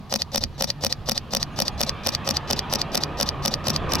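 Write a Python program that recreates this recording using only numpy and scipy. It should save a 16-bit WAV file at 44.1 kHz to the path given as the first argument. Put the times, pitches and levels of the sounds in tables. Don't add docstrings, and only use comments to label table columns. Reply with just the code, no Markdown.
import sys
import numpy as np
from scipy import signal
from scipy.fft import rfft, irfft
from scipy.io import wavfile
from scipy.ndimage import uniform_filter1d

SR = 44100
rng = np.random.default_rng(int(sys.argv[2]) if len(sys.argv) > 2 else 0)


def dump_mix(stems):
    frames = np.atleast_2d(stems).T
    limited = np.clip(frames, -1, 1)
    pcm = np.round(limited * 32767).astype(np.int16)
    wavfile.write(sys.argv[1], SR, pcm)


N = 176400

# mirror up t/s, shutter opens t/s, shutter closes t/s
FRAMES = [(0.124, 0.139, 0.1586), (0.3457, 0.358, 0.3777), (0.6078, 0.6224, 0.6418),
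          (0.837, 0.8468, 0.8652), (1.0875, 1.094, 1.1172), (1.3347, 1.349, 1.3682),
          (1.5883, 1.6013, 1.6204), (1.8059, 1.813, 1.8327), (2.063, 2.0703, 2.0892),
          (2.2747, 2.2892, 2.308), (2.5024, 2.509, 2.5308), (2.726, 2.7362, 2.7549), (2.946, 2.953, 2.9749),
          (3.1998, 3.21, 3.2286), (3.4507, 3.458, 3.4788), (3.669, 3.6827, 3.7015), (3.92, 3.9347, 3.9533)]
# f/Hz, width/Hz, left minus right/dB,
# then level/dB when shaken by mirror, opening curtain, closing curtain, latch, motor
BODY_MODES = [(221, 59, 5.5, 17, 17, 23, -2, 10.5), (549.4, 76, 2.5, 20, 23, 11, -2, 14.5),
              (710, 576, -8, 14, 12, 10.5, -2.5, 5.5), (1300, 430, -4, 5, 3, 2.5, -0.5, -21),
              (1890, 356, -3.5, 3.5, 4, 3, 7, -3), (2494, 360, -0.5, 3, 4, 6.5, 3, -6.5),
              (3000, 320, 4.5, 7.5, 10, 0.5, 7.5, -2), (3618, 456, 4, 0, 14.5, 7.5, 10.5, 5.5),
              (4160, 450, -4, -8, 12, 7.5, 11.5, 6.5), (4706, 694, 0.5, 12, 14, 15.5, 21, 8.5),
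              (5385, 540, -1, 9.5, 12.5, 15.5, -12, 1), (5768, 585, 7.5, 13.5, 13.5, 15.5, 13.5, 6.5),
              (7453, 1120, 0.5, 3, 1.5, 3.5, 3, -5.5), (9835, 1350, 6, -12, 6, -3.5, -8, -14),
              (12550, 2660, 1.5, -9, 3.5, -2.5, -8.5, -15.5), (15400, 1200, 0, -20, -6, -11, -19, -41)]
# chatter/s, its decay/s, rattle decay/s
BLOWS = [(0.0022, 0.0017, 0.0079), (0.00237, 0.00086, 0.0057), (.0022, 0.0018, 0.01),
         (0.00194, 0.00075, 0.0017)]
# f/Hz, phase/rad
LEFT_LEAD = [(3450, 0.3548), (4220, 2), (5300, 0.88), (10200, .8), (11300, 0.5)]
# t/s, drone level/dB, roar level/dB, hiss level/dB
JET_SWELL = [(0, -46.5, -50.5, -71), (.6, -44, -51, -59), (1.48, -43, -42, -51.5), (2, -40.5, -39, -43.5),
             (2.65, -38, -34.5, -43), (3.55, -39.5, -36, -47.5), (4, -34, -29.5, -38.5)]
# f/Hz, level/dB against the drone noise
DRONE_TONES = [(81, -3), (144, -.5)]
# t/s, level/dB
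GUSTS = [(.25, -46), (.46, -34), (.62, -42), (1.1, -39), (2.5, -40.5), (3.55, -37.5), (3.86, -26.5),
         (4, -30.5)]
# t/s, starting f/Hz, level/dB
CHIRPS = [(0.534, 4350, -54), (1.51, 7200, -61), (1.71, 7200, -61)]
# f/Hz, relative level/dB
DRONE_COLOUR = [(55, -10), (100, -2.5), (205, -2.5), (330, -16.5)]
ROAR_COLOUR = [(170, -10), (280, 0.5), (1230, 0), (1400, -9.5), (2600, -20)]
HISS_COLOUR = [(900, -15), (1800, 1.5), (2130, -10), (2400, 0), (3400, -4.5), (4500, -16), (7000, -32)]
WIND_COLOUR = [(10, -30), (25, -3), (90, -1.5), (250, -15), (600, -33.5)]
AIR_COLOUR = [(4500, 0), (8500, -19), (11500, -15.5), (16000, -22)]

MIRROR, OPENING, CLOSING, LATCH, MOTOR = range(5)
SIZE = 4096
SHORT_T, SHORT_HZ = np.arange(SIZE) / SR, np.fft.rfftfreq(SIZE, 1 / SR)
LIFT_S, WIND_ON_S, SPIN_UP_S, COAST_S = .028, .032, .0023, .0043
LOOSE_S = .017


def camera():
    out, t = np.zeros((2, N)), SHORT_T
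    motor_ring = body_ring(MOTOR)
    mirror, opening, closing, latch = [striker(part) for part in (MIRROR, OPENING, CLOSING, LATCH)]
    blade_ring = body_ring(OPENING)
    lift = amp(-29 + 12 * np.minimum(t / LIFT_S - 1, 0)) * hold_then_fade(LIFT_S, COAST_S)
    run = (1 - np.exp(-t / SPIN_UP_S)) * hold_then_fade(WIND_ON_S, COAST_S)
    for up, opens, closes in FRAMES:
        add(out, up - .0285, amp(-23.5) * mirror())
        add(out, up - LIFT_S, gears(lift, motor_ring))
        add(out, up - LOOSE_S, loose_parts(blade_ring))
        add(out, up, mirror())
        add(out, opens, opening())
        add(out, closes - .0054, amp(-8) * closing())
        add(out, closes, closing())
        add(out, closes, loose_parts(blade_ring))
        latched = closes + .0601
        add(out, latched - WIND_ON_S, amp(-32) * gears(run, motor_ring))
        add(out, latched - WIND_ON_S, amp(-39) * motor_whine(run))
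        add(out, latched, latch())
        add(out, latched, .5 * loose_parts(blade_ring))
        add(out, latched + .0069, amp(-17.5) * latch())
    return out


def striker(part, variety=.65, treble_hz=8000, crack_spread_db=3):
    hold_s, decay_s, rattle_s = BLOWS[part]
    contact = hold_then_fade(hold_s, decay_s)
    envelope = contact + amp(-18.5) * np.exp(-SHORT_T / rattle_s)
    snap = np.exp(-SHORT_T / .0005) + amp(-7) * contact
    low_share = 1 / (1 + (SHORT_HZ / treble_hz) ** 10)
    grain = rng.standard_normal((1, SIZE))
    side_grain = .66 * rng.standard_normal((2, SIZE))
    ring = body_ring(part)

    def blow():
        noise = grain + variety * rng.standard_normal(SIZE)
        crack_gain = amp(crack_spread_db * (2 * rng.random() - 1))
        crack = crack_gain * chatter(noise + rng.standard_normal(SIZE), snap)
        clack = chatter(noise + side_grain, envelope)
        force = irfft(low_share * clack + (1 - low_share) * crack)
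        return signal.fftconvolve(force[:, :SIZE // 2], ring, axes=1)
    return blow


def chatter(noise, envelope):
    x = noise * envelope
    for _ in range(2):
        spectrum = rfft(x)
        x = irfft(spectrum / (abs(spectrum) + 1e-9))
        x *= envelope / np.sqrt(abs(uniform_filter1d(x ** 2, size=60)) + 1e-12)
    return rfft(x) / np.linalg.norm(x, axis=1, keepdims=True)


def body_ring(part):
    modes = np.array(BODY_MODES, float)
    centre_hz, width_hz, balance_db, level_db = modes[:, :1], modes[:, 1:2], modes[:, 2], modes[:, 3 + part]
    peaks = 1 / (1 + (2 * (SHORT_HZ - centre_hz) / width_hz) ** 2) ** 2
    sides = np.array([[.5], [-.5]])
    power = amp(level_db + sides * balance_db) ** 2 @ peaks
    log_gain = np.log(power + 1e-7) / 2
    cepstrum = irfft(log_gain.mean(0))
    phase = 2 * rfft(cepstrum * (np.arange(SIZE) < SIZE // 2)).imag
    ring = irfft(np.exp(log_gain + 1j * (phase + sides * curve_at(LEFT_LEAD, SHORT_HZ))))
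    return np.roll(ring, 10, 1)[:, :SIZE * 3 // 4]


def gears(envelope, ring, teeth_per_s=570, depth=.52, grit=1.5):
    teeth = np.cumsum(teeth_per_s * (1 + wobble(SIZE, 50))) / SR
    pulses = 1 + depth * np.cos(2 * np.pi * teeth)
    noise = rng.standard_normal(SIZE)
    scrape = unit_rms(pulses * np.sign(noise) * abs(noise) ** grit)
    return signal.fftconvolve((scrape * envelope)[None], ring, axes=1)


def motor_whine(envelope, start_hz=3550, rise_hz_per_s=30000):
    hz = start_hz + rise_hz_per_s * np.minimum(SHORT_T, WIND_ON_S) + 900 * wobble(SIZE, 40)
    return (envelope * np.sin(2 * np.pi * np.cumsum(hz) / SR))[None]


def loose_parts(ring, ticks_per_s=330):
    hits = (rng.random(SIZE) < ticks_per_s / SR) & (SHORT_T < LOOSE_S)
    ticks = hits * rng.uniform(-.86, 1, SIZE)
    return amp(-27) * signal.fftconvolve(np.diff(ticks)[None], ring, axes=1)


def ground_echo(sound, dull_hz=6500, decay_s=.008, delay_s=.006):
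    t = np.arange(2 * SIZE) / SR
    tail = rng.standard_normal((2, len(t))) * np.exp(-t / decay_s) * (t > delay_s)
    tail = signal.sosfilt(signal.butter(4, dull_hz, fs=SR, output="sos"), tail / np.linalg.norm(tail[0]))
    return amp(-21) * signal.fftconvolve(sound, tail, axes=1)[:, :N]


def jet():
    times, *levels = np.transpose(JET_SWELL)
    drone_gain, roar_gain, hiss_gain = [amp(np.interp(np.arange(N) / SR, times, db)) for db in levels]
    far = dict(likeness=.89, left_db=-1.5, patchy_db=2.5)
    drone = airy_noise(DRONE_COLOUR, **far)
    drone += sum(engine_tone(hz, width_hz=10.2, db=db) for hz, db in DRONE_TONES)
    roar = airy_noise(ROAR_COLOUR, **far) + engine_tone(1231, width_hz=32, db=-14)
    return drone_gain * drone + roar_gain * roar + hiss_gain * airy_noise(HISS_COLOUR, **far)


def engine_tone(hz, width_hz, db):
    t, offset_hz = np.arange(N) / SR, np.fft.fftfreq(N, 1 / SR)
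    waver = np.fft.ifft(np.exp(2j * np.pi * rng.random(N) - (offset_hz / width_hz) ** 2))
    return amp(db) * unit_rms((waver * np.exp(2j * np.pi * hz * t)).real)


def wind():
    gain = amp(np.interp(np.arange(N) / SR, *np.transpose(GUSTS)))
    return gain * airy_noise(WIND_COLOUR, likeness=.82, left_db=-2.8, patchy_db=3)


def bird(length_s=.061, fall=.21):
    out, progress = np.zeros((2, N)), np.arange(0, 1, 1 / (length_s * SR))
    for start_s, start_hz, db in CHIRPS:
        hz = start_hz * (1 - fall * progress + .1 * wobble(len(progress), 100))
        phase = 2 * np.pi * np.cumsum(hz) / SR
        whistle = np.sin(phase) + .5 * np.sin(1.5 * phase)
        add(out, start_s, amp(db) * (np.sin(np.pi * progress) * whistle)[None])
    return out


def still_air():
    return amp(-55.5) * airy_noise(AIR_COLOUR, likeness=.6, left_db=0, patchy_db=1)


def airy_noise(colour, likeness, left_db, patchy_db):
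    slices, hz = N // 512 + 5, np.fft.rfftfreq(2048, 1 / SR)
    a, b, c, d, patches = rng.standard_normal((slices, len(hz), 5)).T
    patches = uniform_filter1d(patches, size=8, axis=0)
    patches = unit_rms(uniform_filter1d(patches, size=9, axis=1))
    left = a + 1j * b
    right = likeness * left + np.sqrt(1 - likeness ** 2) * (c + 1j * d)
    spectra = np.array([left, right]) * amp(curve_at(colour, hz)[:, None] + patchy_db * patches)
    top_hz = 1.15 * colour[-1][0]
    spectra /= np.sqrt(1 + (hz[:, None] / top_hz) ** 10)
    noise = signal.istft(spectra, nperseg=2048, noverlap=1536)[1][:, :N]
    return unit_rms(noise) * amp([[left_db / 2], [-left_db / 2]])


def hold_then_fade(hold_s, decay_s):
    return np.exp(-np.maximum(SHORT_T - hold_s, 0) / decay_s)


def wobble(samples, smoothing):
    return uniform_filter1d(rng.standard_normal(samples), size=smoothing)


def amp(db):
    return 10 ** (np.asarray(db) / 20)


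def unit_rms(x):
    return x / np.sqrt(np.mean(x ** 2) + 1e-20)


def curve_at(points, hz):
    f, value = np.transpose(points)
    return np.interp(np.log(hz + 1), np.log(f), value)


def add(mix, start_s, sound):
    part = mix[:, max(round(start_s * SR), 0):][:, :sound.shape[1]]
    part += sound[:, :part.shape[1]]


def scene():
    clicks = camera()
    return clicks + ground_echo(clicks) + jet() + wind() + still_air() + bird()


def record(dry):
    lowpass = signal.firwin(255, 16300, window=("kaiser", 9), fs=SR)
    return signal.oaconvolve(dry, lowpass[None], "same")


dry = scene()
out = record(dry)
dump_mix(out)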